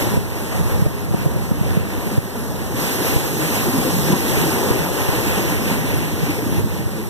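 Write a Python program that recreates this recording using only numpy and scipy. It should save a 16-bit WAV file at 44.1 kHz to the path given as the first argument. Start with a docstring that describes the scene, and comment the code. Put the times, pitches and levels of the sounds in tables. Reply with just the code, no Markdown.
"""Surf and wind on a sandy beach

One wave drains away, then the next curls over, breaks and runs up the sand as fizzing foam.
The surf is patchy noise mixed with small ringing bubbles, in four layers: boom, roar, splash and hiss.
Wind rumbles and thumps on the two ports of a hand-held microphone, which widens its stereo by
taking a delayed copy of each port from the other. Its gain control ducks after strong thumps.
"""
import sys
import numpy as np
from scipy import signal
from scipy.fft import rfft, irfft, next_fast_len
from scipy.io import wavfile
from scipy.ndimage import uniform_filter1d, map_coordinates

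SR = 44100
rng = np.random.default_rng(int(sys.argv[2]) if len(sys.argv) > 2 else 0)


def int16_out(signal):
    """Quantize to a 16-bit WAV file."""
    q = np.round(np.clip(np.atleast_2d(signal).T, -1, 1) * 32767)
    wavfile.write(sys.argv[1], SR, q.astype(np.int16))


N = 312669  # length [samples]
CROSS_DELAY_S = 18.9 / SR  # delay of the copy taken from the other port
TOP_HZ = 14300  # nothing is kept from this frequency up

# How the sea reaches the two ports, before the widening:
# (frequency [Hz], likeness of the ports [0-1], left lead [rad], left over right [dB])
SEA_AT_PORTS = [(120, .93, 0, 0), (320, .99, .02, -.4), (500, .86, .4, -4.5), (640, .5, 1.8, -2.5),
                (800, .6, 1.6, 3.5), (1000, .5, 1, 1), (1400, .5, 2.4, 2), (1850, .65, 2.1, 3),
                (2000, .6, 2.2, 2.5), (2110, .998, 3.13, .1), (2480, .995, 3.13, .1), (2600, 0, 3.1, 3),
                (4250, .1, 3.1, 2), (4450, .96, 3.1, .2), (4900, .96, 3.1, .2), (5200, .1, 3.1, 1.5),
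                (7000, .1, 3.1, 0), (9000, .05, 0, -2.3), (12000, .05, 0, -5.5)]
# The same columns for wind, which presses on each port almost by itself:
# (frequency [Hz], likeness of the ports [0-1], left lead [rad], left over right [dB])
WIND_AT_PORTS = [(100, 0.42, 0.035, -0.44)]


def amp(db):
    """Turn decibels into a gain factor."""
    return 10 ** (np.asarray(db) / 20)


def unit(x):
    """Scale to an rms (average strength) of 1."""
    return x / np.sqrt(np.mean(x ** 2) + 1e-20)


def along(points, hz):
    """Read each column after the frequency at the given pitches, on a logarithmic axis."""
    f, *columns = np.transpose(points)
    return np.array([np.interp(np.log(hz + 1), np.log(f + 1), column) for column in columns])


def curves(rows):
    """Draw each column after the time as a curve with one value per sample."""
    s, *columns = np.transpose(rows)
    return [np.interp(np.arange(N) / SR, s, column) for column in columns]


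def wobble(rate):
    """Make a smooth random curve through `rate` random points a second."""
    points = rng.standard_normal(int(N * rate / SR) + 4)
    return map_coordinates(points, [np.arange(N) * rate / SR])


def churn(patchy_db, size=7):
    """Two unrelated noises share brief patches of random gain, smoothed over `size` frequency bins."""
    noise_bins = signal.stft(rng.standard_normal((2, N)), nperseg=512)[2]
    patches = rng.standard_normal(noise_bins.shape[1:])
    patches = uniform_filter1d(patches, size, 0)  # smooth over frequency
    patches = uniform_filter1d(patches, 12, 1)  # smooth over time
    patchy_bins = noise_bins * amp(patchy_db * unit(patches))
    return unit(signal.istft(patchy_bins, nperseg=512)[1][:, :N])


def bubbles(pitch_hz, cycles, spread_db, count, size):
    """Bubbles ring as dying sines that rise in pitch, many weak and a few strong, in two streams."""
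    when, port = rng.random((2, count))
    hz = np.clip(pitch_hz * np.exp(.5 * rng.standard_normal((count, 1))), 100, TOP_HZ)
    strength = amp(spread_db * np.minimum(rng.exponential(size=(count, 1)), 4))

    # age counts from 0; it is 1 after `cycles` cycles of the starting pitch
    step = (hz / SR / cycles).astype(np.float32)
    age = step * np.arange(size, dtype=np.float32)
    rise = 1 + 0.078 * np.minimum(age, 2)
    ring = strength * np.exp(-3 * age) * np.sin(2 * np.pi * cycles * age * rise)

    # both streams lie end to end while the rings are added up
    start = (when * (N - size)).astype(int) + N * (port > .5)
    places = start[:, None] + np.arange(size)
    return unit(np.bincount(places.ravel(), ring.ravel(), 2 * N).reshape(2, N))


def picked_up(pair, spectrum, ports, size=8192):
    """Two unrelated signals become one sound at the ports, widened and coloured, with an rms of 1."""
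    # How much is taken from the other port: (frequency [Hz], share [0-1])
    crossfeed = [(30, .93), (300, .96), (1000, 1), (4900, 1), (6000, .72), (7100, .46), (9000, .22),
                 (13000, .15)]
    hz = np.fft.rfftfreq(size, 1 / SR)
    alike, lead, tilt_db = along(ports, hz)

    # the two signals are mixed so that the ports are as alike as the table says
    turn = np.arccos(np.clip(alike, -1, 1)) / 2
    left = np.array([np.cos(turn), np.sin(turn)]) * np.exp(1j * lead) * amp(tilt_db)
    right = np.array([np.cos(turn), -np.sin(turn)])

    # the delayed subtraction combs mid and side in turn, and puts wind in opposite phase
    cross = np.clip(along(crossfeed, hz), 0, 1) * np.exp(-2j * np.pi * hz * CROSS_DELAY_S)
    paths = np.array([left - cross * right, right - cross * left])
    total = np.sqrt(np.sum(np.abs(paths) ** 2, axis=(0, 1)) + 1e-12)
    paths *= amp(along(spectrum, hz)) / total

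    responses = np.fft.fftshift(irfft(paths, size), axes=-1) * np.hanning(size)
    heard = signal.oaconvolve(pair[None].astype(np.float32), responses.astype(np.float32), axes=-1)
    heard = heard.sum(axis=1)[:, size // 2:][:, :N]  # drop the filter's own delay
    return unit(heard.astype(float))


def wind():
    """Gusts rise out of a light breeze; their turbulence presses on each port separately, in lumps."""
    # Colour of the rumble: (frequency [Hz], relative level [dB per Hz])
    rumble = [(15, -35), (30, -27), (45, -9), (62, 1), (120, 0), (180, -4.5), (260, -13), (450, -25),
              (1500, -60)]
    # Gusts that swell and ease: (time of the crest [s], half length [s], level over the lumps [dB])
    gusts = [(0.154, .1, -20.5), (0.608, 0.046, -18.5), (0.803, 0.2, -21.5), (1.297, 0.35, -23.5),
             (1.803, 0.22, -25.5), (2.552, .15, -27), (3.107, 0.09, -25), (3.7, .3, -29),
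             (4.076, 0.12, -25.5), (4.372, 0.12, -25), (5.5, 0.39, -23.5), (5.975, 0.061, -20),
             (6.24, 0.12, -26), (6.58, 0.12, -21), (6.83, 0.036, -26)]
    breeze_db = -27.5  # wind between gusts
    t = np.arange(N) / SR
    power = amp(breeze_db) ** 2
    for crest_s, half_s, db in gusts:
        power = power + amp(db) ** 2 * np.exp(-((t - crest_s) / half_s) ** 2)
    flow = picked_up(rng.standard_normal((2, N)), rumble, WIND_AT_PORTS)
    lumpy_flow = unit(flow * amp(0.78 * wobble(9.6)))
    return np.sqrt(power) * lumpy_flow


def eddies(size=2400):
    """A small whirl of air strikes as a bright puff and a short low thump, inverted and late on the left."""
    # Single eddies: (time [s], thump peak [dB], pitch [Hz], half length [s], puff peak over thump peak [dB])
    strikes = [(0.073, -14, 100, .005, -6), (0.178, -3.5, 137, 0.0026, -6.5), (0.613, -7, 110, 0.0027, -18),
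               (0.75, -13, 75, .007, -14), (0.826, -2, 129, 0.0033, -21), (0.868, 0, 110, 0.0029, -11),
               (1.113, -6, 140, 0.0035, -14), (1.147, -2.5, 170, 0.0026, -6.5),
               (1.267, -6, 140, 0.0062, -4), (1.367, -9, 136, .0044, -10), (1.518, -4, 166, 0.0025, -12),
               (1.615, -4.5, 150, 0.0025, -16), (1.776, -3, 155, 0.0039, -11), (2.07, -15, 190, .006, -14),
               (2.185, 0, 115, .004, -10), (3.166, -6.5, 110, 0.0035, -10), (4.133, -4.5, 160, .0032, -15),
               (4.713, -3.5, 111, .002, -18), (5.092, -9, 130, .004, -16), (6.236, -10, 148, 0.004, -12),
               (6.527, -13, 110, 0.0035, -7), (6.646, -6, 111, 0.0023, -20), (6.866, -11, 110, 0.0048, -13)]
    # Colour of the puff: (frequency [Hz], relative level [dB per Hz])
    puff_colour = [(150, -22), (270, 10), (450, 6), (1000, -13), (2000, -35), (4000, -111)]
    puff_lead_s, puff_half_s = 0.0053, 0.0036  # the puff comes just ahead of the thump; its half length
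    air = picked_up(rng.standard_normal((2, N)), puff_colour, WIND_AT_PORTS)
    offset = np.arange(size) - size // 2
    t = offset / SR - np.array([[CROSS_DELAY_S], [0]])  # left, right
    out = np.zeros((2, N))
    for (s, db, hz, half_s, puff_db), phase in zip(strikes, rng.random(len(strikes))):
        at = round(s * SR) + offset
        swell = np.exp(-.5 * (t / half_s) ** 2)
        thump = swell * np.sin(2 * np.pi * (hz * t + phase)) * [[-1], [1]]
        puff = np.exp(-.5 * ((t + puff_lead_s) / puff_half_s) ** 2) * air[:, at]
        thump = thump / np.abs(thump).max()
        puff = puff / np.abs(puff).max()
        out[:, at] += amp(db) * (thump + amp(puff_db) * puff)
    return out


def boom():
    """Large clouds of air under the wave boom: steady noise with long, low bubble rings."""
    # Colour of the boom: (frequency [Hz], relative level [dB per Hz])
    deep = [(40, -35), (110, -10), (170, -7.5), (240, -6), (330, -6.5), (420, -8), (600, -15.5),
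            (1200, -76)]
    rings = bubbles(pitch_hz=290, cycles=16.9, spread_db=1.0, count=700, size=4000)
    return picked_up(churn(patchy_db=0.0) + 0.25 * rings, deep, SEA_AT_PORTS)


def roar():
    """Tumbling water roars: slightly patchy noise with short bubble rings."""
    # Colour of the roar: (frequency [Hz], relative level [dB per Hz])
    colour = [(100, -5), (250, -5.5), (400, 1), (520, 0.5), (680, -2), (950, -2), (1300, -8.5), (1900, -9),
              (4000, -111)]
    rings = bubbles(pitch_hz=615.5, cycles=6.9, spread_db=3, count=2400, size=1100)
    return picked_up(churn(patchy_db=0.66, size=4) + 0.095 * rings, colour, SEA_AT_PORTS)


def splash():
    """Drops splash on the face of the breaker: patchy noise with many higher rings."""
    # Colour of the splash: (frequency [Hz], relative level [dB per Hz])
    colour = [(600, -40), (1200, -12), (1550, -4.5), (1900, 1), (2300, 1.8), (2650, 0.5), (3200, -6),
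              (4200, -11), (6000, -22), (12000, -45)]
    rings = bubbles(pitch_hz=2000, cycles=18, spread_db=1, count=9000, size=350)
    return picked_up(churn(patchy_db=1.3) + 0.22 * rings, colour, SEA_AT_PORTS)


def foam():
    """Small bubbles burst in the foam: patchy hiss with very short, high rings."""
    # Colour of the foam: (frequency [Hz], relative level [dB per Hz])
    hiss = [(1500, -37), (2700, -2), (4000, -1.4), (5100, 0), (6300, 0.5), (8000, -1.1), (10300, -1.5),
            (12300, 5.5), (13200, -0.8), (14300, -3.1)]
    rings = bubbles(pitch_hz=7500, cycles=3, spread_db=3.3, count=14000, size=60)
    return picked_up(churn(patchy_db=1.1, size=10) + .35 * rings, hiss, SEA_AT_PORTS)


def surf():
    """One wave drains, the next breaks and runs up; uneven collapse makes all four layers surge together."""
    # Levels before plunges and surges:
    # (time [s], boom level [dB], roar level [dB], splash level [dB], foam level [dB])
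    wash = [(0, -25.5, -24, -30, -27), (.3, -31, -29, -36.5, -34), (.7, -32.5, -26.5, -34.5, -32),
            (1, -31.5, -26.5, -33.5, -33.5), (1.3, -32, -28.5, -36.5, -34.5),
            (1.85, -33, -29, -34.5, -35.5), (2.12, -29, -27.5, -35.5, -32.5), (2.5, -31.5, -29, -39.5, -34),
            (2.74, -27, -27.5, -36, -33), (2.8, -28, -25, -28, -25.5), (3.14, -25, -24.5, -27, -24.7),
            (3.24, -27.5, -26.5, -32.5, -27.5), (3.55, -24.5, -24, -27, -25), (3.8, -25, -25.5, -32, -26),
            (4.3, -23, -23.5, -28, -24.5), (4.68, -24, -21.5, -30, -26), (4.76, -23.5, -24.5, -29.5, -28),
            (4.95, -28.5, -23.5, -29, -27), (5.5, -25, -24, -27.5, -27.5), (6.05, -29.5, -28, -31.5, -31.5),
            (6.6, -23, -30, -35, -32.5), (6.7, -33.5, -31, -37.5, -35.5), (7.09, -27, -33.5, -38.5, -36.5)]
    # Sections of the crest that plunge one after another:
    # (time [s], added to the boom [dB], added to the roar [dB])
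    plunges = [(3.03, 2, 2), (3.46, 1.5, -0.5), (3.68, 3, 2), (3.78, 2, 2), (3.9, 2, 2), (4.14, 4.5, 3),
               (4.38, 1, -0.5), (4.65, 1.5, -1), (5.5, -0.5, 0.5), (6.46, 0, 2.5)]
    plunge_half_s = 0.035
    boom_db, roar_db, splash_db, foam_db = curves(wash)
    t = np.arange(N) / SR
    for s, boom_change_db, roar_change_db in plunges:
        plunge = np.exp(-((t - s) / plunge_half_s) ** 2)
        boom_db = boom_db + boom_change_db * plunge
        roar_db = roar_db + roar_change_db * plunge

    surge = wobble(14)  # the crest collapses unevenly, and all of the wave follows
    boom_db = boom_db + 0.26 * surge
    roar_db = roar_db + 0.77 * surge + 0.24 * wobble(22)
    splash_db = splash_db + 1.4 * surge
    foam_db = foam_db + .45 * surge + .45 * wobble(40)
    return amp(boom_db) * boom() + amp(roar_db) * roar() + amp(splash_db) * splash() + amp(foam_db) * foam()


def gain_control(x):
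    """Peaks over a ceiling push the gain down within milliseconds; it then creeps back up."""
    limit_db, sense_s = -5, 0.0014  # ceiling for peaks; averaging time of the wave before its peak is read
    fall_s, recover_db_per_s = 0.0062, 10.5  # time the gain takes to fall; speed of its return
    averaged = uniform_filter1d(x, max(1, round(sense_s * SR)), axis=1)
    peak = np.abs(averaged).max(axis=0)
    over_db = np.maximum(20 * np.log10(peak + 1e-9) - limit_db, 0)
    # the largest overshoot so far is held, while the recovery steadily works it off
    recovered_db = recover_db_per_s * np.arange(N) / SR
    gain_db = recovered_db - np.maximum.accumulate(over_db + recovered_db)
    return x * amp(uniform_filter1d(gain_db, max(1, round(fall_s * SR))))


def scene():
    """Add the wind and its eddies, tilted a little to the right, to the surf."""
    windy = (wind() + eddies()) * amp([[-.6], [.6]])  # left, right [dB]
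    return windy + surf()


def record(dry):
    """Duck everything after strong thumps, round off the peaks and cut the treble at the band limit."""
    held = gain_control(dry)
    rounded = held / (1 + np.abs(held / .8) ** 10) ** (1 / 10)  # peaks level off at .8
    m = next_fast_len(N + SR // 2)  # room for the filter to ring out
    kept = np.fft.rfftfreq(m, 1 / SR) < TOP_HZ
    return irfft(rfft(rounded, m) * kept, m)[:, :N]


dry = scene()
out = record(dry)
int16_out(out)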